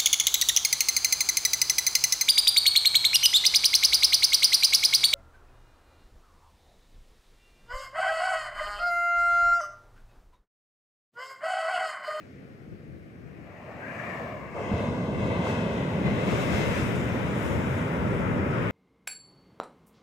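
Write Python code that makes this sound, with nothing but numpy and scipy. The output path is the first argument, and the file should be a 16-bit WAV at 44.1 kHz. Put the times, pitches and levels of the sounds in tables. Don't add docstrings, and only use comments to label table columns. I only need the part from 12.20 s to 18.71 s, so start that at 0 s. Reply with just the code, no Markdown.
import sys
import numpy as np
from scipy import signal
from scipy.fft import rfft, irfft, next_fast_len
from scipy.io import wavfile
from scipy.ndimage import uniform_filter1d, map_coordinates

SR = 44100
rng = np.random.default_rng(int(sys.argv[2]) if len(sys.argv) > 2 else 0)


def unload_wav(signal):
    wavfile.write(
        sys.argv[1],
        SR,
        np.round(np.clip(np.atleast_2d(signal).T, -1, 1) * 32767).astype(np.int16),
    )


N = 287091

# time_s, left_lead_ms
BEARING = [(2.35, 0.13), (3, -0.266), (3.4, -0.24), (3.85, -0.43), (4.25, -0.56), (4.6, -0.41), (6.5, -0.6)]
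# frequency_hz, correlation (0-1)
LIKENESS = [(250, 0.7), (350, 0.82), (550, 1), (780, 0.63), (1050, 0.48), (2000, 0.1), (3500, 0),
            (5500, 0.1), (7000, 0.6), (10000, 0.98)]
# frequency_hz, density_db
SPATTER_SPECTRUM = [(1000, -8.5), (1350, 1.5), (1680, -0.5), (1950, 4.5), (2300, 1.5), (2750, -2.5),
                    (3000, -14), (3500, -20.5), (4300, -24.5), (7000, -28.5), (12000, -39)]
CHURN_SPECTRUM = [(230, -12.5), (360, -1.8), (480, 0.4), (620, 0), (800, -1), (1000, -7.5), (1200, -10),
                  (1600, -21)]
FIZZ_SPECTRUM = [(3500, -17), (4300, -10), (5100, -0.5), (6800, 2), (8500, -3), (11000, -7.5), (15000, -10),
                 (16000, -26.5)]
# start_s, length_s, body_db, spatter_db
SPILLS = [(1.34, 0.31, -46.5, -51), (1.67, 0.19, -41, -40), (1.87, 0.13, -35.5, -51)]
# start_s, length_s, churn_db, splash_db, spray_db
FALLS = [(2.355, 0.23, -39, -47.5, -67), (2.53, 0.13, -39, -51, -62.5), (2.98, 0.094, -36, -48.5, -62),
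         (3.09, 0.34, -36.5, -45.5, -63.5), (3.25, 0.05, -36, -44, -52.5), (3.45, 0.13, -39.5, -48.5, -63),
         (3.84, 0.027, -34.5, -41.5, -61), (3.97, 0.26, -36, -44.5, -59), (4.06, 0.17, -36.5, -42.5, -55),
         (4.3, 0.12, -34, -39.5, -51.5), (4.53, 0.064, -37.5, -48, -51.5)]
# start_s, length_s, wash_db, fizz_db, froth_db
SURGES = [(4.07, 0.23, -42.5, -54, -57), (4.3, 0.19, -41, -54, -55.5), (4.5, 0.06, -34.5, -53, -59),
          (5.17, 0.11, -47, -53.5, -73), (5.5, 0.05, -58, -61, -76), (6.32, 0.23, -41, -66, -67)]

LANDING_S, COLLAPSE_S, SPENT_S = 2.345, 2.45, 4.33
SWASH_S, SWASH_SPREAD_S = 3.74, 0.62
FALL_ATTACK_S, FALL_DB_PER_S = 0.024, 68
SPILL_ATTACK_S, SPILL_FALL_DB_PER_S = 0.21, 34
SURGE_ATTACK_S, SURGE_FALL_DB_PER_S = 0.05, 66


def amp(db):
    return 10 ** (np.asarray(db) / 20)


def unit(x):
    return x / np.sqrt(np.mean(x ** 2) + 1e-20)


def along(points, hz):
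    f, v = np.transpose(points)
    return np.interp(np.log(hz + 1), np.log(f + 1), v)


def curves(rows):
    s, *cols = np.transpose(rows)
    return [np.interp(np.arange(N) / SR, s, c) for c in cols]


def since(at_s):
    return np.maximum(np.arange(N) / SR - at_s, 0)


def fade_in(at_s, length_s):
    return .5 + .5 * np.tanh((np.arange(N) / SR - at_s) / length_s)


def swell(start_s, length_s, attack_s, fall_db_per_s):
    return fade_in(start_s, attack_s) * amp(-fall_db_per_s * since(start_s + length_s))


def swells(events, attack_s, fall_db_per_s):
    rows = np.array(events)
    shapes = np.array([swell(start_s, length_s, attack_s, fall_db_per_s)
                       for start_s, length_s in rows[:, :2]])
    powers = amp(rows[:, 2:].T) ** 2
    return np.sqrt(powers @ shapes ** 2)


def wobble(knots_per_s):
    knots = rng.standard_normal(int(N * knots_per_s / SR) + 4)
    return map_coordinates(knots, [np.arange(N) * knots_per_s / SR])


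def filtered(x, response):
    m = next_fast_len(N + SR // 2)
    return irfft(rfft(x, m) * response(np.fft.rfftfreq(m, 1 / SR)), m)[..., :N]


def brightened(pair, edge_hz, gain):
    low = filtered(pair, lambda hz: 1 / (1 + (hz / edge_hz) ** 12))
    return low + gain * (pair - low)


def colour(spectrum, hz):
    skirts = np.minimum(hz / spectrum[0][0], 1) * np.minimum(spectrum[-1][0] / (hz + 1), 1)
    return amp(along(spectrum, hz)) * skirts ** 4


def rush(spectrum, alike, patchy_db):
    z = signal.stft(rng.standard_normal((2, N)), nperseg=512)[2]
    field = uniform_filter1d(rng.standard_normal(z.shape[1:]), size=7, axis=0)
    field = uniform_filter1d(field, size=14, axis=1)
    pair = signal.istft(z * amp(patchy_db * unit(field)), nperseg=512)[1][:, :N]

    def mid_side_gains(hz):
        angle = np.arccos(np.clip(along(alike, hz), -1, 1)) / 2
        return colour(spectrum, hz) * np.array([np.cos(angle), np.sin(angle)])

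    mid, side = filtered(pair, mid_side_gains)
    return unit(np.array([mid + side, mid - side]))


def delayed(x, ms):
    return map_coordinates(x, [np.arange(N) - ms * SR / 1000], mode="mirror")


def arriving(pair, left_lead_ms):
    return np.array([delayed(pair[0], -left_lead_ms / 2), delayed(pair[1], left_lead_ms / 2)])


def plunge(level_db=2, tumble_db=-49.0, build_s=0.072, settling_db_per_s=10.0,
           shatter_s=2.5, shatter_rise_s=0.064):
    # frequency_hz, density_db
    splash_spectrum = [(850, -15), (1170, 3.5), (1380, 1), (1560, -1), (1750, -3), (2050, 3.5),
                       (2350, -2.5), (2630, 1), (2920, -3.5), (3200, -4), (3700, -7.5), (4150, -11.5),
                       (4600, -27), (6000, -55)]
    _, falls, _ = swells(FALLS, FALL_ATTACK_S, FALL_DB_PER_S)
    tumble = amp(tumble_db) * swell(COLLAPSE_S, SPENT_S - COLLAPSE_S, build_s, settling_db_per_s)
    water = rush(splash_spectrum, [(1000, 0.41), (1500, 0.13), (4000, 0.44)], patchy_db=1)
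    water = brightened(water, 3400, fade_in(shatter_s, shatter_rise_s))
    splash = amp(level_db) * np.hypot(tumble, falls) * water
    return arriving(splash, curves(BEARING)[0])


def roller(level_db=-37.5, nearing_db_per_s=1.0, landing_s=0.024, width=0.54,
           small_db=2, merging_db_per_s=1, small_hz=650):
    falls, _, _ = swells(FALLS, FALL_ATTACK_S, FALL_DB_PER_S)
    rolling = amp(level_db + nearing_db_per_s * since(LANDING_S))
    bubbles = rush(CHURN_SPECTRUM, LIKENESS, patchy_db=0.5)
    small = bubbles - filtered(bubbles, lambda hz: 1 / (1 + (hz / small_hz) ** 6))
    fresh = amp(small_db - merging_db_per_s * since(LANDING_S))
    churn = np.hypot(rolling, falls) * (bubbles + (fresh - 1) * small)
    return arriving(churn, width * curves(BEARING)[0]) * fade_in(LANDING_S, landing_s)


def thuds(attack_s=0.003, cycles_to_60_db_down=11, rough_rad=0.39, slap_db=-13, slap_s=0.0062):
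    # start_s, pitch_hz, level_db
    pockets = [(2.466, 230, -28), (2.515, 200, -12.5), (2.536, 90, -16), (2.638, 600, -15),
               (3.192, 200, -17), (3.269, 950, -9), (3.391, 218.4, -21), (3.46, 150, -17.5),
               (4.133, 119, -17.5), (4.313, 170, -17.5), (4.343, 109.8, -17.5), (4.401, 115, -26),
               (4.625, 131.7, -21)]
    throbs, slaps = np.zeros(N), np.zeros(N)
    for start_s, hz, db in pockets:
        t = since(start_s)
        blow = amp(db) * (1 - np.exp(-t / attack_s))
        ring = np.exp(-np.log(1000) * hz * t / cycles_to_60_db_down)
        throbs += blow * ring * np.sin(2 * np.pi * hz * t + rough_rad * wobble(hz))
        slaps += blow * np.exp(-t / slap_s)
    return throbs + amp(slap_db) * slaps * rush(CHURN_SPECTRUM, LIKENESS, patchy_db=0)


def crest(spill_db=0, spatter_db=-1.0, trickle_db=-58, steepens_s=1.05, ragged_db=0.94,
          spatter_attack_s=0.099, spatter_fall_db_per_s=26):
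    # frequency_hz, density_db
    spill_spectrum = [(280, -4.5), (420, -5), (640, 1), (900, -4.5), (1150, -5.5), (1500, -16), (4300, -35),
                      (7500, -40.5), (10000, -55), (15000, -45)]
    trickle = amp(trickle_db) * fade_in(steepens_s, 0.2)
    spilling, _ = swells(SPILLS, SPILL_ATTACK_S, SPILL_FALL_DB_PER_S)
    _, spattering = swells(SPILLS, spatter_attack_s, spatter_fall_db_per_s)
    body = rush(spill_spectrum, [(600, 0.86), (1200, 0.42), (4500, 0.2), (9000, 0.96)], patchy_db=1)
    body = amp(spill_db) * np.hypot(trickle, spilling) * body
    drops = rush(SPATTER_SPECTRUM, [(1500, 0.44), (3000, 0.16), (5000, 0.13), (8000, 0.87)],
                 patchy_db=1.5)
    ragged = amp(spatter_db + ragged_db * wobble(55.15))
    drops = ragged * np.hypot(trickle, spattering) * drops
    return (body + drops) * (1 - fade_in(COLLAPSE_S, 0.031))


def curl(start_s=1.6, length_s=0.46, from_hz=1530, to_hz=1760, glide_s=0.12, level_db=-43.5,
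         fading_db_per_s=7, knots_per_s=180, attack_s=0.015, fall_db_per_s=120, right_db=-3):
    hz = to_hz + (from_hz - to_hz) * np.exp(-since(start_s) / glide_s)
    phase = 2 * np.pi * np.cumsum(hz) / SR
    gurgle = unit(np.array([wobble(knots_per_s) * np.cos(phase) + wobble(knots_per_s) * np.sin(phase)
                            for port in range(2)]))
    level = amp(level_db - fading_db_per_s * since(start_s))
    level = level * swell(start_s, length_s, attack_s, fall_db_per_s)
    return level * gurgle * amp([[0], [right_db]])


def boom(calm_db=-49, spill_db=-4, broken_db=-29.0, fill_s=0.07):
    # frequency_hz, density_db
    cloud_spectrum = [(25, -28), (45, -22.5), (68, -6.5), (108, -1), (184, 0.5), (250, -2), (325, -10),
                      (400, -10)]
    spilling, _ = swells(SPILLS, SPILL_ATTACK_S, SPILL_FALL_DB_PER_S)
    unbroken = np.hypot(amp(calm_db), amp(spill_db) * spilling)
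    filled = np.sqrt(1 - np.exp(-since(LANDING_S) / fill_s))
    broken = amp(broken_db) * filled * fade_in(COLLAPSE_S, 0.3)
    clouds = rush(cloud_spectrum, [(60, 1.0), (200, 0.97), (350, 0.9)], patchy_db=0.52)
    return np.hypot(unbroken, broken) * clouds


def spray(level_db=1, hanging_db=-62.5, build_s=0.077, settling_db_per_s=25,
          rise_s=0.033, fall_db_per_s=93):
    # frequency_hz, density_db
    mist_spectrum = [(3000, -27), (3900, 0), (5000, 5.5), (6300, 4), (8500, -3.5), (11000, -11.5),
                     (13000, -17), (15500, -16)]
    _, _, thrown = swells(FALLS, rise_s, fall_db_per_s)
    hanging = amp(hanging_db) * swell(LANDING_S, SPENT_S - LANDING_S, build_s, settling_db_per_s)
    mist = rush(mist_spectrum, LIKENESS, patchy_db=1)
    return amp(level_db) * np.hypot(hanging, thrown) * mist


def over_sand(pair, smooth_hz=3000, right_share=.8, waver=.007, flicker_db=1):
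    # time_s, delay_ms, strength (0-1)
    mirror_path = [(1.1, 1.7, 0.3), (1.6, 1.66, 0.14), (1.95, 1.72, 0.38), (2.2, 1.79, 0.56),
                   (2.45, 1.9, 0.53), (3, 1.9, 0.66), (3.7, 1.99, 0.54), (4.2, 1.83, 0.38), (4.8, 2, 0.46)]
    ms, strength = curves(mirror_path)
    ms = ms * (1 + waver * wobble(8))
    strength = strength * amp(flicker_db * wobble(11)) * np.array([[1], [right_share]])
    low = filtered(pair, lambda hz: 1 / (1 + (hz / smooth_hz) ** 16))
    image = strength * np.array([delayed(x, ms) for x in low])
    return pair - low + (low + image) / np.sqrt(1 + strength ** 2)


def wash(sheet_db=-37.0, slowing_db_per_s=0.94, shallow_db=-7, deepening_db_per_s=4, deep_hz=1600,
         left_lead_ms=-0.558, stalls_s=5.37, thinning_db_per_s=7, fine_hz=2950):
    # frequency_hz, density_db
    wash_spectrum = [(650, -20), (950, 2), (1330, 6.5), (1800, 0.5), (2150, 1), (2700, -3), (3300, -8.5),
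                     (3800, -11.5), (4300, -23.5), (6000, -26.5)]
    surges, _, _ = swells(SURGES, SURGE_ATTACK_S, SURGE_FALL_DB_PER_S)
    running = amp(sheet_db - slowing_db_per_s * since(SWASH_S)) * fade_in(SWASH_S, SWASH_SPREAD_S)
    flow = np.hypot(running, surges)
    thinned = running * amp(-thinning_db_per_s * since(stalls_s))
    fine = np.hypot(thinned, surges) / (flow + 1e-12)
    water = rush(wash_spectrum, [(1000, 0.33), (2000, 0.35), (4000, 0.22)], patchy_db=0.5)
    sheet = brightened(water, fine_hz, fine)
    deep = filtered(sheet, lambda hz: 1 / (1 + (hz / deep_hz) ** 6))
    depth = amp(shallow_db + deepening_db_per_s * since(SWASH_S))
    return arriving(flow * (sheet + (depth - 1) * deep), left_lead_ms)


def bursting(count, spread_db):
    when, side, size = rng.random((count, 3)).T
    clicks = amp(spread_db * size) * rng.choice([-1, 1], count)
    at = (when * N).astype(int)
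    pair = np.array([np.bincount(at, clicks * np.sqrt(share), N) for share in (side, 1 - side)])
    return unit(filtered(pair, lambda hz: colour(FIZZ_SPECTRUM, hz)))


def foam(level_db=-2.0, sheet_db=-54, draining_db_per_s=3.5, lag_s=0.29, pops_db=-8,
         clusters_db=2, froth_db=-6, fizz_fall_db_per_s=28):
    # frequency_hz, density_db
    froth_spectrum = [(4000, -18), (4500, -2), (5150, 1), (6300, -9)]
    _, surges, _ = swells(SURGES, SURGE_ATTACK_S, fizz_fall_db_per_s)
    _, _, frothing = swells(SURGES, SURGE_ATTACK_S, SURGE_FALL_DB_PER_S)
    start_s = SWASH_S + lag_s
    lying = amp(sheet_db - draining_db_per_s * since(start_s)) * fade_in(start_s, SWASH_SPREAD_S)
    hiss = rush(FIZZ_SPECTRUM, LIKENESS, patchy_db=1.7)
    pops = unit(amp(clusters_db * wobble(23)) * bursting(count=4000, spread_db=35))
    fizz = unit(hiss + amp(pops_db) * pops)
    froth = np.hypot(amp(froth_db) * lying, frothing) * rush(froth_spectrum, LIKENESS, patchy_db=2)
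    return amp(level_db) * np.hypot(lying, surges) * fizz + froth


def far_surf(level_db=-53, dying_db=-62, dying_s=0.24, hiss_db=-72, hiss_s=0.45):
    # frequency_hz, density_db
    hush_spectrum = [(250, -8.5), (430, -8), (600, -13), (760, -19.5), (930, -28.5), (1200, -22.5),
                     (1500, -21.5), (2300, -24), (2800, -30.5), (3400, -36.5), (5200, -39.5), (7000, -47),
                     (10600, -51), (15500, -53)]
    foam_spectrum = [(3000, 1), (4200, -3), (5300, -7), (6300, -7)]
    # frequency_hz, correlation (0-1)
    far_likeness = [(250, 0.9), (500, 0.42), (900, 0.38), (5000, 0.052), (7000, .85), (12000, 1)]
    hush = rush(hush_spectrum, far_likeness, patchy_db=1.0)
    low = filtered(hush, lambda hz: hz < 4000)
    dying = amp(dying_db) * np.exp(-since(0) / dying_s)
    dying = dying * rush(SPATTER_SPECTRUM, far_likeness, patchy_db=3.5)
    hiss = amp(hiss_db) * np.exp(-since(0) / hiss_s) * rush(foam_spectrum, far_likeness, patchy_db=.5)
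    return amp(level_db) * (arriving(low, 0.32) + hush - low) + dying + hiss


def wind(breeze_db=-53.5, attack_s=0.053, fall_db_per_s=57, lumps_db=0.5, lee_db=-13):
    # start_s, length_s, level_db
    gust_rows = [(.17, 0.27, -51), (.44, 0.061, -48), (.67, 0.025, -38.5), (.98, 0.22, -44),
                 (2.17, 0.79, -42), (2.92, 0.15, -34.5), (3.82, 0.058, -27.5), (4.08, 0.042, -25),
                 (4.29, 0.14, -24), (4.55, 0.2, -28.5), (4.9, 0.15, -31.5), (5.24, 0.1, -26),
                 (5.79, 0.37, -28.5), (6.33, 0.1, -31)]
    puff_rows = [(.517, 0.0093, -35), (.73, 0.01, -43), (1.035, 0.0091, -45), (1.547, 0.01, -41)]
    # frequency_hz, density_db
    buffet_spectrum = [(25, -49), (50, -9.5), (90, 5), (150, 3), (230, -8.5), (320, -3), (500, -15),
                       (750, -39)]
    gusts, = swells(gust_rows, attack_s, fall_db_per_s)
    puffs, = swells(puff_rows, attack_s=.004, fall_db_per_s=450)
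    lumps = amp(lumps_db * np.array([wobble(31), wobble(28)]))
    buffet = unit(lumps * rush(buffet_spectrum, [(100, 0.033)], patchy_db=0.0))
    return (np.hypot(amp(breeze_db), gusts) + puffs) * buffet * amp([[0], [lee_db]])


def scene():
    breaker = over_sand(plunge() + roller() + crest())
    breaker = breaker + thuds() + curl() + boom() + spray()
    return breaker + wash() + foam() + far_surf() + wind()


def record(dry, top_hz=15750):
    # frequency_hz, left_minus_right_db
    port_difference = [(150, 0.2), (400, -1.5), (750, 2.2), (1000, 1), (1400, 4.5), (2000, 11.5),
                       (2700, 5.5), (3800, -0.5), (5500, 4.5), (8000, 0.5), (13000, -2)]
    return filtered(dry, lambda hz: amp(np.outer([.5, -.5], along(port_difference, hz))) * (hz < top_hz))


dry = scene()
out = record(dry)
unload_wav(out)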